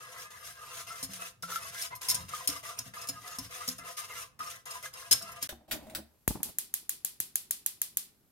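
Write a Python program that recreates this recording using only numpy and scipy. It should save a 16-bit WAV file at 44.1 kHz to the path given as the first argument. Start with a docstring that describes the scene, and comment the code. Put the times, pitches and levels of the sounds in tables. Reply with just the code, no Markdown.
"""A small hard kitchen, two microphones a few centimetres apart; its walls answer the pan, the knob and the sparks.
First a wire whisk circles in a saucepan of milk: scraped, jingled and clinked wires excite decaying pan modes,
bubbles chirp in the milk and the pan rocks on its support. After a cut, a gas hob close by: the knob clacks and booms
in the steel panel, the flame is shaped noise with a puff and a snap, and the igniter sparks on as echoed clicks."""
import sys
import numpy as np
from scipy import signal
from scipy.fft import rfft, irfft
from scipy.io import wavfile
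from scipy.ndimage import uniform_filter1d

SR = 44100
rng = np.random.default_rng(int(sys.argv[2]) if len(sys.argv) > 2 else 0)


def rack_gain(trim_db):
    """Turn a fader trim in dB into the linear factor to multiply a signal by."""
    fader = np.asarray(trim_db, float)
    return 10 ** (fader / 20)


def materialize(psi):
    """Save the field psi as 16-bit PCM at rate SR to the path in sys.argv[1].

    A 1-D psi becomes a single channel; in a 2-D psi each row is a channel.
    """
    bounded = np.clip(np.atleast_2d(psi).T, -1, 1)
    quanta = np.round(bounded * 32767).astype(np.int16)
    wavfile.write(sys.argv[1], SR, quanta)


N = 366471
T = np.arange(N) / SR

# the cut between stirring and lighting: fade-out starts [t/s], fade-in is complete [t/s]
CUT_S = (5.474, 5.487)
# sweeps of the wires over the pan bottom: [start t/s, length/s, scrape level/dB, jingle level/dB, wall tone f/Hz]
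STROKES = [(0, 0.26, -51.5, -53, 1220), (0.124, 0.074, -48.5, -45, 1050), (0.3, 0.11, -49, -51.5, 1210),
           (0.414, 0.1, -53, -45.5, 1230), (0.537, 0.27, -52, -52, 1230), (0.694, 0.12, -62, -45, 1260),
           (0.767, 0.027, -44.5, -54, 1420), (0.864, 0.15, -50, -47, 1350), (1.001, 0.06, -57, -48, 1090),
           (1.083, 0.086, -55, -44.5, 1384), (1.172, 0.097, -45.5, -43.5, 1290),
           (1.424, 0.016, -52.5, -39.5, 1420), (1.469, 0.11, -44.5, -42.5, 1406),
           (1.593, 0.097, -46, -44, 1160), (1.703, 0.15, -47.5, -42.5, 1354),
           (1.899, 0.018, -38, -48, 1010), (2.009, 0.21, -48.5, -45.5, 1008),
           (2.28, 0.053, -48.5, -51.5, 1060), (2.3, 0.12, -49, -47, 1172), (2.366, 0.084, -51.5, -48, 1040),
           (2.483, 0.09, -47, -42, 1203), (2.625, 0.1, -47, -46.5, 1230),
           (2.762, 0.024, -46.5, -39.5, 1000), (2.83, 0.046, -51.5, -49, 1350),
           (2.934, 0.11, -47.5, -48, 1232), (3.043, 0.13, -54, -50, 1100), (3.165, 0.094, -62, -57.5, 1210),
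           (3.219, 0.14, -49, -47.5, 1260), (3.36, 0.093, -55, -47.5, 1150), (3.483, 0.16, -47, -46, 1253),
           (3.649, 0.079, -57, -46.5, 1260), (3.782, 0.12, -54.5, -62, 1350),
           (3.826, 0.088, -46.5, -44, 1314), (3.965, 0.078, -50.5, -43.5, 1196),
           (4.072, 0.16, -47, -46, 1170), (4.389, 0.17, -48.5, -47.5, 1252),
           (4.654, 0.12, -47, -44.5, 1193), (4.818, 0.027, -44, -40, 1247), (4.928, 0.14, -50, -49, 1062),
           (5.102, 0.038, -45.5, -56.5, 1120), (5.202, 0.18, -49, -51.5, 1277),
           (5.407, 0.018, -43.5, -33, 1180)]
# the pan tips on its support: [t/s, along-the-handle level/dB, across level/dB, shudder level/dB]
TIPS = [(1.028, -56, -43.5, -60), (1.091, -52, -55, -73), (1.429, -47, -59, -67), (1.696, -63, -82, -75),
        (2.089, -69, -66, -54), (2.146, -53.5, -88, -53.5), (2.2, -55, -73.5, -51.5),
        (2.4874, -72, -41, -58), (2.788, -81, -53, -61), (2.8603, -59.5, -56, -63), (3.0906, -61, -42, -58),
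        (3.218, -76, -59, -75), (3.3843, -68, -47.5, -52.5), (3.6793, -51, -38.5, -62),
        (3.7872, -57, -49.5, -62), (4.3962, -70, -62, -65.5), (5.1143, -63, -41.5, -56),
        (5.227, -55.5, -52, -75), (5.4265, -73, -48, -64)]
# dull roar, of the flame and of the hand on the panel: [f/Hz, level/dB]
ROAR = [(25, -18), (60, 5.5), (250, 9), (500, -4.5), (850, -0.5), (1500, -15.5), (2500, -21), (5000, -41)]
STROKE_FALL_DB_S = 401.5  # contact lets go at this rate


def level(x, db):
    """Scale to an rms level."""
    return x * rack_gain(db) / np.sqrt(np.mean(x ** 2))


def colour(x, points):
    """Causal minimum-phase filter with the given (Hz, dB) response, by folding the cepstrum."""
    hz, db = np.transpose(points)
    grid = np.fft.rfftfreq(1024, 1 / SR)
    log_gain = np.interp(np.log(grid + 1), np.log(hz), db) * np.log(10) / 20
    cepstrum = irfft(log_gain)
    cepstrum[1:512] *= 2
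    cepstrum[513:] = 0
    impulse = irfft(np.exp(rfft(cepstrum)))
    return signal.oaconvolve(x, impulse[None], axes=1)[:, :N]


def curve(table):
    """Columns of a table over time."""
    s, *columns = np.transpose(table)
    return [np.interp(T, s, column) for column in columns]


def latest(times):
    """Index of the most recent event at each sample (the first event before any has come)."""
    return np.maximum(np.searchsorted(times, T) - 1, 0)


def walk(rate):
    """Slow chance, spread near 1: random knots, rate per second (at most 59), joined by lines."""
    knots = rng.standard_normal(int(N / SR * 60) + 2)
    return 1.454 * np.interp(T * min(rate, 59), np.arange(len(knots)), knots)


def grit(spread_db, count):
    """Contact clicks of very uneven size, about count a second, rms 1."""
    size = rng.standard_normal(N) * rack_gain(spread_db * rng.exponential(size=N))
    struck = rng.random(N) < count / SR
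    return level(size * struck, 0)


def bursts(times, dbs, lengths, count=15000, first=0):
    """Each blow is a sudden rattle of rebounds that holds, then dies; first lifts its first contact."""
    first_tick_s = 0.0014
    gain = np.zeros(N)
    rebounds = grit(2.0, count=count)
    for s, db, length in zip(times, dbs, lengths):
        begin = int(s * SR)
        age = T[begin:begin + SR // 8] - s
        shape = np.exp(-(np.maximum(age, 0) / max(length, .001)) ** 3)
        tick = 1 + first * np.exp(-age / first_tick_s)
        gain[begin:begin + len(age)] += rack_gain(db) * shape * tick
    return gain * rebounds


def holds(starts, lengths, dbs, slope_db, rises, fall_db_s):
    """Gain of gestures that rise, hold with a slope and let go; powers add."""
    power = np.full(N, 1e-12)
    for s, length, db, rise in np.broadcast(starts, lengths, dbs, rises):
        span = slice(int(s * SR), int((s + length) * SR) + SR // 2)
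        age = T[span] - s
        slope = slope_db * (np.minimum(age / length, 1) - .5)
        fall = fall_db_s * np.maximum(age - length, 0)
        power[span] += (rack_gain(db + slope - fall) * np.clip(age / rise, 0, 1)) ** 2
    return np.sqrt(power)


def knocks(times, dbs, length):
    """One soft push for each knock."""
    out = np.zeros(N)
    out[(times * SR).astype(int)] = rack_gain(dbs)
    return np.convolve(out, np.hanning(int(length * SR)))[:N]


def ring(push, modes, patchy_db, rate, drift, tone=None):
    """Damped modes, fed unevenly and drifting as contact and load wander; each microphone hears its own phase."""
    lead_s = 0.00013  # the source is nearer the left microphone
    out = np.zeros((2, N))
    for hz, db, t60 in modes:
        feed_db = db + patchy_db * walk(rate)
        if tone is not None and 900 < hz < 1500:
            feed_db = feed_db - 6.8 * np.abs(np.log2(tone / hz))  # weaker away from the wall tone
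        spin = np.exp(2j * np.pi * np.cumsum(hz * (1 + drift * walk(rate))) / SR)
        fade = np.exp(-np.log(1000) / (t60 * SR))
        # a one-pole decay in the frame turning with the mode
        z = spin * signal.lfilter([np.sqrt(1 - fade ** 2)], [1, -fade], push * rack_gain(feed_db) / spin)
        turn = np.minimum(0.264 + hz / 1630.0, 2.5) * walk(9) - 2 * np.pi * np.mean(hz) * lead_s
        out += np.imag([z, z * np.exp(1j * turn)])
    return out / np.sqrt(sum(rack_gain(2 * mode[1]) for mode in modes) / 2)


def smear(push, t60, direct_db):
    """Countless close modes: a noise tail after each click, changing with the contact, unlike left and right."""
    age, out = T[:SR // 4], 0
    angle = 2.67 * walk(25)
    for share in (np.cos(angle), np.sin(angle)):
        tail = rng.standard_normal((2, len(age))) * rack_gain(-60 * age / t60)
        tail = tail / np.sqrt(np.sum(tail ** 2) / 2)
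        out = out + signal.oaconvolve((share * push)[None], tail, axes=1)[:, :N]
    return out + rack_gain(direct_db) * push


def noise(points, likeness):
    """Coloured stereo noise, rms 1, partly shared by both microphones."""
    mid, side = rng.standard_normal((2, N))
    c = np.clip(likeness, 0, 1)
    pair = np.sqrt(1 + c) * mid + np.sqrt(1 - c) * side * np.array([[1], [-1]])
    return level(colour(pair, points), 0)


def walls(x):
    """Kitchen walls: an octave-band noise tail that loses its highest treble first."""
    # decay of the room: [f/Hz, t60/s]
    room_t60 = [(200, 0.29), (2000, 0.36), (8000, 0.25), (16000, 0.23)]
    age, tail = T[:SR // 2], 0
    hz, t60 = np.transpose(room_t60)
    for centre in 125 * 2 ** np.arange(8):
        edges = [centre / 1.41, min(centre * 1.41, 20000)]
        band = signal.butter(2, edges, "band", fs=SR, output="sos")
        decay = np.interp(np.log(centre), np.log(hz), t60)
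        tail = tail + signal.sosfilt(band, rng.standard_normal((2, len(age)))) * rack_gain(-60 * age / decay)
    tail = tail * np.clip(age / 0.0075, 0, 1)
    tail = tail / np.sqrt(np.sum(tail ** 2) / 2)
    return signal.oaconvolve(x.mean(0)[None], tail, axes=1)[:, :N]


def room(x, wet_db):
    """Direct sound and walls."""
    return x + rack_gain(wet_db) * walls(x)


def kitchen_air():
    """Steady air of the kitchen: coloured noise, partly alike at both microphones."""
    # air spectrum: [f/Hz, level/dB]
    air_points = [(25, -27.5), (60, 13), (120, 5), (250, -2), (600, -3), (1500, -9.5), (3000, -18),
                  (5000, -19.5), (16000, -25)]
    return rack_gain(-74) * noise(air_points, 0.32)


def contact():
    """Which sweeps begin with the whisk landing after a lift, and how fast each one swells."""
    lift_s, land_rise_s, stroke_rise_s = .05, .004, 0.042  # a gap longer than lift_s means a lift
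    start, sweep = np.transpose(STROKES)[:2]
    landed = np.r_[False, start[1:] - (start + sweep)[:-1] > lift_s]
    rise = np.where(landed | (start < .01), land_rise_s, stroke_rise_s)
    return landed, rise


def bubbles(drag, count=150):
    """Air whipped into the milk: short notes that glide up."""
    # pitch range of the bubbles: lowest and highest [f/Hz]
    bubble_hz = (900, 3000)
    top_db, glide_up, t60_s = 15, 0.2, 0.022  # loudest over the scrape; upward share of pitch
    chance = rng.random((count, 3))
    s = np.sort(chance[:, 0]) * CUT_S[0]
    hz = bubble_hz[0] * (bubble_hz[1] / bubble_hz[0]) ** chance[:, 1]
    last = latest(s)
    glide = hz[last] * (1 + glide_up * np.clip((T - s[last]) / t60_s, 0, 1))
    push = drag * knocks(s, top_db - 10 * chance[:, 2], 0.00014)
    return ring(push, [(glide, 0, t60_s)], 0, 14, 0)


def pan_scrape():
    """Wires rubbing, landing and catching on the bottom, and tips of the pan, excite its low modes."""
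    # low modes of the pan with milk: [f/Hz, level/dB, t60/s]
    pan_low = [(509.2, -8, 0.31), (524.4, -14, 0.18), (679.5, -7.5, 0.18), (706.7, -7, 0.14),
               (1023.5, -4, 0.19), (1049.5, -4, 0.19), (1200, -3, 0.17), (1232, -1.5, 0.19),
               (1331, -3, 0.16), (1637, -3.5, 0.15), (1726, -6.5, 0.12), (1951, -7, 0.13),
               (2050, -2.5, 0.09), (2583, -6.5, 0.052), (2734, -4, 0.05)]
    # a wire catches on the bottom and lets go with a short note: [t/s, level/dB, f/Hz]
    catches = [(0.154, -41.5, 1225), (0.7966, -44, 1360), (0.9038, -39.5, 1324), (1.2181, -32, 1350),
               (1.4331, -31, 1347), (1.479, -46, 1310), (1.5194, -34.5, 1340), (1.555, -34.5, 1343),
               (1.6511, -38.5, 1110), (2.3346, -32.5, 1224), (2.405, -37, 1024), (2.5606, -41, 1200),
               (2.6554, -36, 1200), (2.9677, -38, 1215), (3.3433, -41, 1253), (3.5563, -37.5, 1270),
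               (3.8641, -43, 1250), (3.9799, -36, 1200), (4.1844, -42, 1230), (4.228, -36.5, 1037),
               (4.4029, -31.5, 1244), (4.47, -37, 1230), (4.5356, -50, 1350), (4.69, -39.5, 1200),
               (4.751, -38, 1003), (4.855, -35, 1646)]
    patchy_db, drift = 3.0, .009  # the modes stay nearly put
    start, sweep, scrape_db, _, tone_hz = np.transpose(STROKES)
    landed, rise = contact()
    # the wall tone slides to each new sweep
    tone = uniform_filter1d(tone_hz[latest(start)], int(0.014 * SR)) * (1 + 0.016 * walk(20))
    # over one sweep the scrape eases
    drag = holds(start, sweep, scrape_db, -2.5, np.minimum(rise, 0.032), STROKE_FALL_DB_S)
    scrape = grit(1.2, count=12000) * drag * rack_gain(-2.0 + 1.23 * walk(40))
    landing = bursts(start[landed], scrape_db[landed] + 5.5, 0.0051 + 0 * start)
    scrape = scrape + rack_gain(-18.0) * landing
    # a tip also thuds in the pan wall
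    tip, along_db, across_db, _ = np.transpose(TIPS)
    thud = knocks(tip, np.maximum(along_db, across_db) + 5.5, .0012)
    low = ring(scrape + rack_gain(-2.5) * thud, pan_low, patchy_db, 18, drift, tone)
    # the milk sloshes, so one wall mode glides with the stroke
    low = low + rack_gain(-7) * ring(scrape, [(tone, 0, .06)], patchy_db, 30, drift)
    catch, catch_db, catch_hz = np.transpose(catches)
    note = catch_hz[latest(catch)]
    low = low + ring(bursts(catch, catch_db, 0.0073 + 0 * catch), [(note, 0, 0.095)], 0.5, 14, 0.0026)
    body = [(300, -32.0), (500, -19.5), (850, -15), (1300, 8), (1900, 5), (2300, -11.5), (2700, 2.5)]
    low = low + rack_gain(-0.5) * colour(smear(scrape, 0.0083, -26.5), body)
    low = low + bubbles(drag)
    return signal.sosfilt(signal.butter(3, [420, 3200], "band", fs=SR, output="sos"), low)


def wire_jingle():
    """Jingling wires and their blows on the wall excite the high pan modes and dense tails of their own."""
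    # wires striking the wall: [t/s, level/dB, rebound length/s]
    clinks = [(0.026, -45, 0.014), (0.785, -45, 0.0099), (1.028, -27.5, 0.023), (1.22, -61, .009),
              (1.424, -36, 0.0083), (1.814, -29.5, 0.024), (1.952, -38.5, 0.02), (2.013, -41.5, 0.0091),
              (2.017, -40, 0.004), (2.0848, -18, 0.01), (2.094, -22.5, 0.008), (2.0996, -19, 0.005),
              (2.108, -20.5, 0.014), (2.1444, -21.5, 0.013), (2.289, -41.5, .011), (2.4741, -15, 0.008),
              (2.4877, -24.5, 0.007), (2.499, -31, 0.007), (2.7889, -24.5, 0.0074), (3.015, -41, 0.017),
              (3.072, -36.5, 0.0088), (3.087, -24.5, 0.014), (3.277, -37.5, 0.0052), (3.3856, -29.5, 0.011),
              (3.563, -42, 0.01), (3.677, -26.5, 0.0065), (3.686, -26, 0.0079), (3.698, -32, 0.005),
              (3.713, -37, 0.0078), (3.782, -38, 0.012), (3.991, -34, 0.0033), (4.391, -42.5, 0.0051),
              (4.655, -40, 0.013), (4.708, -34, 0.014), (4.827, -41.5, 0.0085), (4.938, -39.5, 0.0092),
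              (5.1107, -12, 0.016), (5.126, -14.5, 0.01), (5.222, -33.5, 0.0094), (5.318, -42, 0.012),
              (5.426, -23, 0.0065)]
    # high modes of the pan with milk: [f/Hz, level/dB, t60/s]
    pan_high = [(4250, -5.5, 0.044), (5110, 1.5, 0.044), (5197, 5, 0.044), (5410, 0.5, 0.055),
                (6560, -10, 0.071), (6795, 0.5, 0.054), (7070, 1.5, 0.0062), (9900, -2, 0.05),
                (9360, 2, 0.035), (9090, 2, 0.04), (10700, 0, 0.038), (11450, 3.5, 0.05), (11950, -3, 0.04)]
    # jingling wires: [f/Hz, level/dB]
    wire_points = [(880, -42), (1500, -3.5), (4680, -3), (5230, -6), (5680, -1.5), (6680, -1.5), (7240, -6),
                   (11900, -5), (15500, -14), (17000, -56.5)]
    # struck wires: [f/Hz, level/dB]
    blow_points = [(880, -55), (1500, -10), (1640, -7), (1830, -23), (2360, -9.5), (4710, -7), (5260, 3.5),
                   (7250, -5.5), (9310, -0.5), (15500, -9), (16500, -44)]
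    start, sweep, _, jingle_db, _ = np.transpose(STROKES)
    s, blow_db, length = np.transpose(clinks)
    _, rise = contact()
    # over one sweep the jingle builds; struck wires go on jingling after the blow
    swept = holds(start, sweep, jingle_db, 0.5, rise, STROKE_FALL_DB_S)
    shiver = holds(s, length, blow_db - 21, 0, 0.0016, 258)
    shake = np.hypot(swept, shiver)
    jingle = grit(2.2, count=14000) * shake * rack_gain(-1.22 + 1.52 * walk(55))
    blows = rack_gain(-9.5) * bursts(s, blow_db, length, count=9000, first=.9)
    high = rack_gain(-9.5) * ring(jingle, pan_high, 4, 40, 0.0087)
    high = high + rack_gain(0.5) * ring(blows, pan_high, 2.3, 28, 0.0043)
    high = high + rack_gain(6 + 1.7 * walk(29.89)) * colour(smear(jingle, 0.053, -11.0), wire_points)
    return high + rack_gain(4.5) * colour(smear(blows, 0.01836, -7), blow_points)


def pan_rock():
    """Stirring drags the pan on its support; blows tip it along or across the handle."""
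    # rocking modes for drag, along and across: [f/Hz, level/dB, t60/s]
    rock_modes = [(118.4, 0, 0.14), (180.5, 2, 0.51), (262, -3.5, 0.163)]
    sag, sag_s = 0.06, 0.027  # a tip starts this share sharp and settles
    tip, *rock_db, shudder_db = np.transpose(TIPS)
    shudder = holds(tip, 0.025, shudder_db, 0, 0.017, 162)
    rumble = np.hypot(rack_gain(-69 + 1.7 * walk(22)), shudder)
    pushes = [rng.standard_normal(N) * rumble * rack_gain(-0.5)]
    pushes += [knocks(tip, db - 5.0, 0.0047) for db in rock_db]
    since = np.maximum(T - tip[latest(tip)], 0)
    sharp = 1 + sag * np.exp(-since / sag_s)
    rock = 0
    for push, (hz, db, t60) in zip(pushes, rock_modes):
        rock = rock + ring(push, [(hz * sharp, db, t60)], 2.5, 30, 0.05)
    rock = signal.sosfilt(signal.butter(3, 90, "high", fs=SR, output="sos"), rock)
    support = [(30, -21.5), (60, 7.5), (130, 3.5), (300, -13.0), (1000, -33.0)]
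    return rock + rumble * noise(support, 1.0)


def whisk():
    """Scrape and jingle, a little stronger at the left microphone, over the rocking pan."""
    return (pan_scrape() + wire_jingle()) * rack_gain([[0.6], [-0.6]]) + pan_rock()


def knob():
    """Clacks of the latch boom through the steel panel, which creaks under the hand."""
    # knob pushed and turned: [t/s, clack level/dB, rattle length/s, panel boom level/dB]
    clacks = [(5.4905, -20.5, 0.0037, -28.5), (5.522, -60, 0.012, -36), (5.607, -74, 0.018, -51.5),
              (5.679, -51.5, 0.045, -46), (5.7106, -40, 0.016, -50), (5.711, -21.5, 0.019, -42),
              (5.721, -44, 0.003, -38), (5.826, -52, .008, -47), (5.8677, -44.5, 0.0042, -34),
              (5.898, -36, 0.0034, -46), (5.949, -17, 0.0027, -38), (5.954, -28, 0.0044, -34),
              (5.981, -60, 0.011, -40)]
    # latch: [f/Hz, level/dB]
    latch_points = [(530, -42), (900, -11), (1400, -3.5), (1510, 1), (1640, -2.5), (3660, 1), (5980, -4),
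                    (13000, -2), (15800, -6), (17000, -46)]
    # hob panel modes: [f/Hz, level/dB, t60/s]
    panel_modes = [(72.3, -2, 0.33), (227, 8, 0.18), (321, 6.5, 0.12), (627, 7.5, 0.045), (752, -3.5, 0.11),
                   (963, -5.5, 0.06)]
    # panel creaks under the hand: [start t/s, length/s, level/dB]
    creaks = [(5.492, 0.034, -50), (5.55, 0.11, -64.5), (5.713, 0.031, -38), (5.75, 0.25, -50),
              (5.995, 0.16, -69.5)]
    s, clack_db, length, boom_db = np.transpose(clacks)
    rub = grit(1.0, count=15000)
    hand = holds(*np.transpose(creaks), 0.5, 0.018, 360)
    knock = hand * rub + rack_gain(-2.5) * bursts(s, boom_db, length)
    boom = rack_gain(-4.5) * ring(knock, panel_modes, 0.45, 15, .04)
    sheet = [(60, -46.0), (200, 12.5), (800, 0.0), (2000, -43.0)]
    boom = boom + rack_gain(-5) * colour(smear(knock, 0.068, -4.5), sheet)
    dull = rack_gain(-9.5) * noise(ROAR, 1.0)
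    bright = rack_gain(-14.0) * colour(smear(rub, 0.046, 0), latch_points)
    boom = boom + hand * (dull + bright)
    return boom + rack_gain(-5.5) * colour(smear(bursts(s, clack_db, length), 0.14, -8.5), latch_points)


def flame():
    """A fluttering roar, a thin hiss from the jet, then the settled flame: noise under moving gains."""
    # flame gains: [t/s, roar level/dB, gas hiss level/dB]
    flame_course = [(5.95, -88, -90), (6.03, -87, -75), (6.27, -84, -71.5), (6.3, -56, -69),
                    (6.49, -55.5, -71), (6.515, -69, -72), (6.65, -78.5, -74), (8.31, -93, -73)]
    # flares as the flame spreads round the ring: [t/s, roar level/dB, hiss level/dB]
    flares = [(6.303, -37.5, -69.5), (6.316, -51, -67.5), (6.34, -52, -60), (6.35, -35.5, -49),
              (6.388, -48, -66), (6.402, -51, -62), (6.445, -47.5, -70), (6.462, -50, -64),
              (6.486, -43, -43)]
    # jet hiss: [f/Hz, level/dB]
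    hiss_points = [(900, -35), (2000, -16), (4000, -16), (9000, -15), (11000, -13), (11800, -2),
                   (12600, -15), (16000, -16), (17000, -16.5)]
    # settled flame: [f/Hz, level/dB]
    burn_points = [(18, -5), (30, -1), (204, 5.5), (425, -1), (600, -25), (767, -20), (1060, -21),
                   (1500, -16), (1950, -30), (3300, -120)]
    s, roar_db, hiss_db = np.transpose(flares)
    roar, hiss = rack_gain(curve(flame_course))
    roar = np.hypot(roar, holds(s, 0.0037, roar_db, 0, 0.0095, 950))
    hiss = np.hypot(hiss, holds(s, 0.0037, hiss_db, 0, 0.0095, 950))
    roar = roar * rack_gain(2.6 * walk(59))
    crackle = level(colour(smear(grit(1.0, count=400), 0.0027, 0), ROAR), -1.6)
    out = roar * (noise(ROAR, 0.78) + crackle) + hiss * noise(hiss_points, 0.081)
    burn = rack_gain(-69 + 2.0 * walk(17))
    burn = burn * np.clip((T - 6.28) / 0.092, 0, 1) * np.clip((8.6 - T) / 0.7, 0, 1)
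    return out + burn * noise(burn_points, 0.89)


def flame_snap():
    """The flame front snaps left of the microphones: a small swing, then a sharp opposite one."""
    # the snap: t/s, level/dB, width/s
    crack = (6.2782, -17, .00012)
    s, db, width = crack
    snap = (T - s) / width
    pulse = .3 * np.exp(-(snap + 2) ** 2) - np.exp(-snap ** 2)
    return rack_gain(db) * rack_gain([[4], [-4]]) * pulse


def sparks():
    """Needle clicks, a little different each time, with echoes from the metal around and from the walls."""
    # igniter: [t/s, level/dB, treble boost of the click and its echoes/dB]; each microphone takes a share
    spark_times = [(6.2773, -9.5, -1.5), (6.4304, -11.5, -4), (6.5845, -12.5, 2), (6.7391, -12.5, 2),
                   (6.893, -12.5, -1), (7.047, -12.5, 0.5), (7.2011, -12.5, 0), (7.3554, -11.5, 6),
                   (7.5084, -11.5, 2), (7.6614, -12, 5), (7.816, -12, 4.5), (7.9702, -11.5, 4)]
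    # main click, then two echoes from metal nearby: [delay t/s, level/dB]
    arrivals = [(.0009, 0), (.0021, -9), (.0033, -9)]
    # click: [f/Hz, level/dB]
    spark_points = [(290, -31), (500, -17), (597, -28.5), (767, -16), (1060, -17), (1600, -10.5),
                    (2420, -18.5), (5460, -21), (6810, -3.5), (8010, -11.5), (12300, 0), (15800, -12.5),
                    (17000, -29)]
    # wall tail of the sparks: [f/Hz, level/dB]
    tail_points = [(400, -25.5), (1000, -24.5), (2200, -19.5), (3500, -13), (6000, -11), (11500, -4.5),
                   (15500, -10.5), (17000, -54)]
    split_hz = 2800  # below this one dry tick, above it the click, its echoes and the metal
    s, spark_db, boost_db = np.transpose(spark_times)
    treble, click = np.zeros((2, N)), np.zeros(N)
    click[(s * SR).astype(int)] = rack_gain(spark_db + 11.5)
    for later, db in arrivals:
        wobble = 0.0001 * rng.standard_normal((len(s), 2))
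        for side, lag, share in ((0, 0.00043, 0.36), (1, 0.00087, 0.455)):
            when = ((s + later + lag + wobble[:, side]) * SR).astype(int)
            treble[side, when] += rack_gain(spark_db + db + share * boost_db + 19.0)
    metal = smear(click, 0.065, -44)
    # two random wall tails, mixed by a slowly wandering angle
    angle = 2.32 * walk(25)
    tail = walls(np.cos(angle) * click[None]) + walls(np.sin(angle) * click[None])
    high = signal.butter(2, split_hz, "high", fs=SR, output="sos")
    low = signal.butter(2, split_hz, "low", fs=SR, output="sos")
    tick = rack_gain(-1.0) * signal.sosfilt(low, np.roll(click, int(.001 * SR)))
    near = signal.sosfilt(high, treble + rack_gain(-6.5) * metal) + tick
    return colour(near, spark_points) + rack_gain(4.5) * colour(tail, tail_points)


def gas_puffs():
    """A low puff as the gas lights, left of the microphones: a sine with a sharp front whose pitch sags."""
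    # gas catching: [t/s, level/dB, f/Hz, decay/s]
    puffs = [(6.2783, -30.5, 50, .02), (7.203, -54, 70, .012)]
    out = np.zeros((2, N))
    for s, db, hz, decay in puffs:
        age = np.maximum(T - s, 0)
        cycles = hz * age + .8 * (1 - np.exp(-age / .0022))
        swell = np.exp(-age / decay) + 2.2 * np.exp(-age / .002)
        out = out + rack_gain(db) * rack_gain([[7.5], [-7.5]]) * np.sin(2 * np.pi * cycles) * swell
    return out


def scene():
    """Two moments in the same kitchen, joined by a quick fade out and in."""
    air = kitchen_air()
    stirring = room(whisk(), -11.5) + rack_gain(3) * air  # the air is louder near the pan
    lighting = room(knob(), -13.0) + flame() + flame_snap() + sparks() + gas_puffs() + air
    fade_out = np.clip((CUT_S[0] - T) / 0.00055 + 1, 0, 1)
    fade_in = np.clip((T - CUT_S[1]) / 0.00054 + 1, 0, 1)
    return stirring * fade_out + lighting * fade_in


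def top_cut(x):
    """Nothing passes above the cut-off."""
    return signal.sosfilt(signal.butter(12, 17160, fs=SR, output="sos"), x)


def record(dry):
    """The top above 15.9 kHz is shelved down by a steep elliptic filter."""
    shelf = signal.ellip(6, .5, 22, 15900, fs=SR, output="sos")
    mix = signal.sosfilt(shelf, dry)
    return top_cut(mix)


dry = scene()
out = record(dry)
materialize(out)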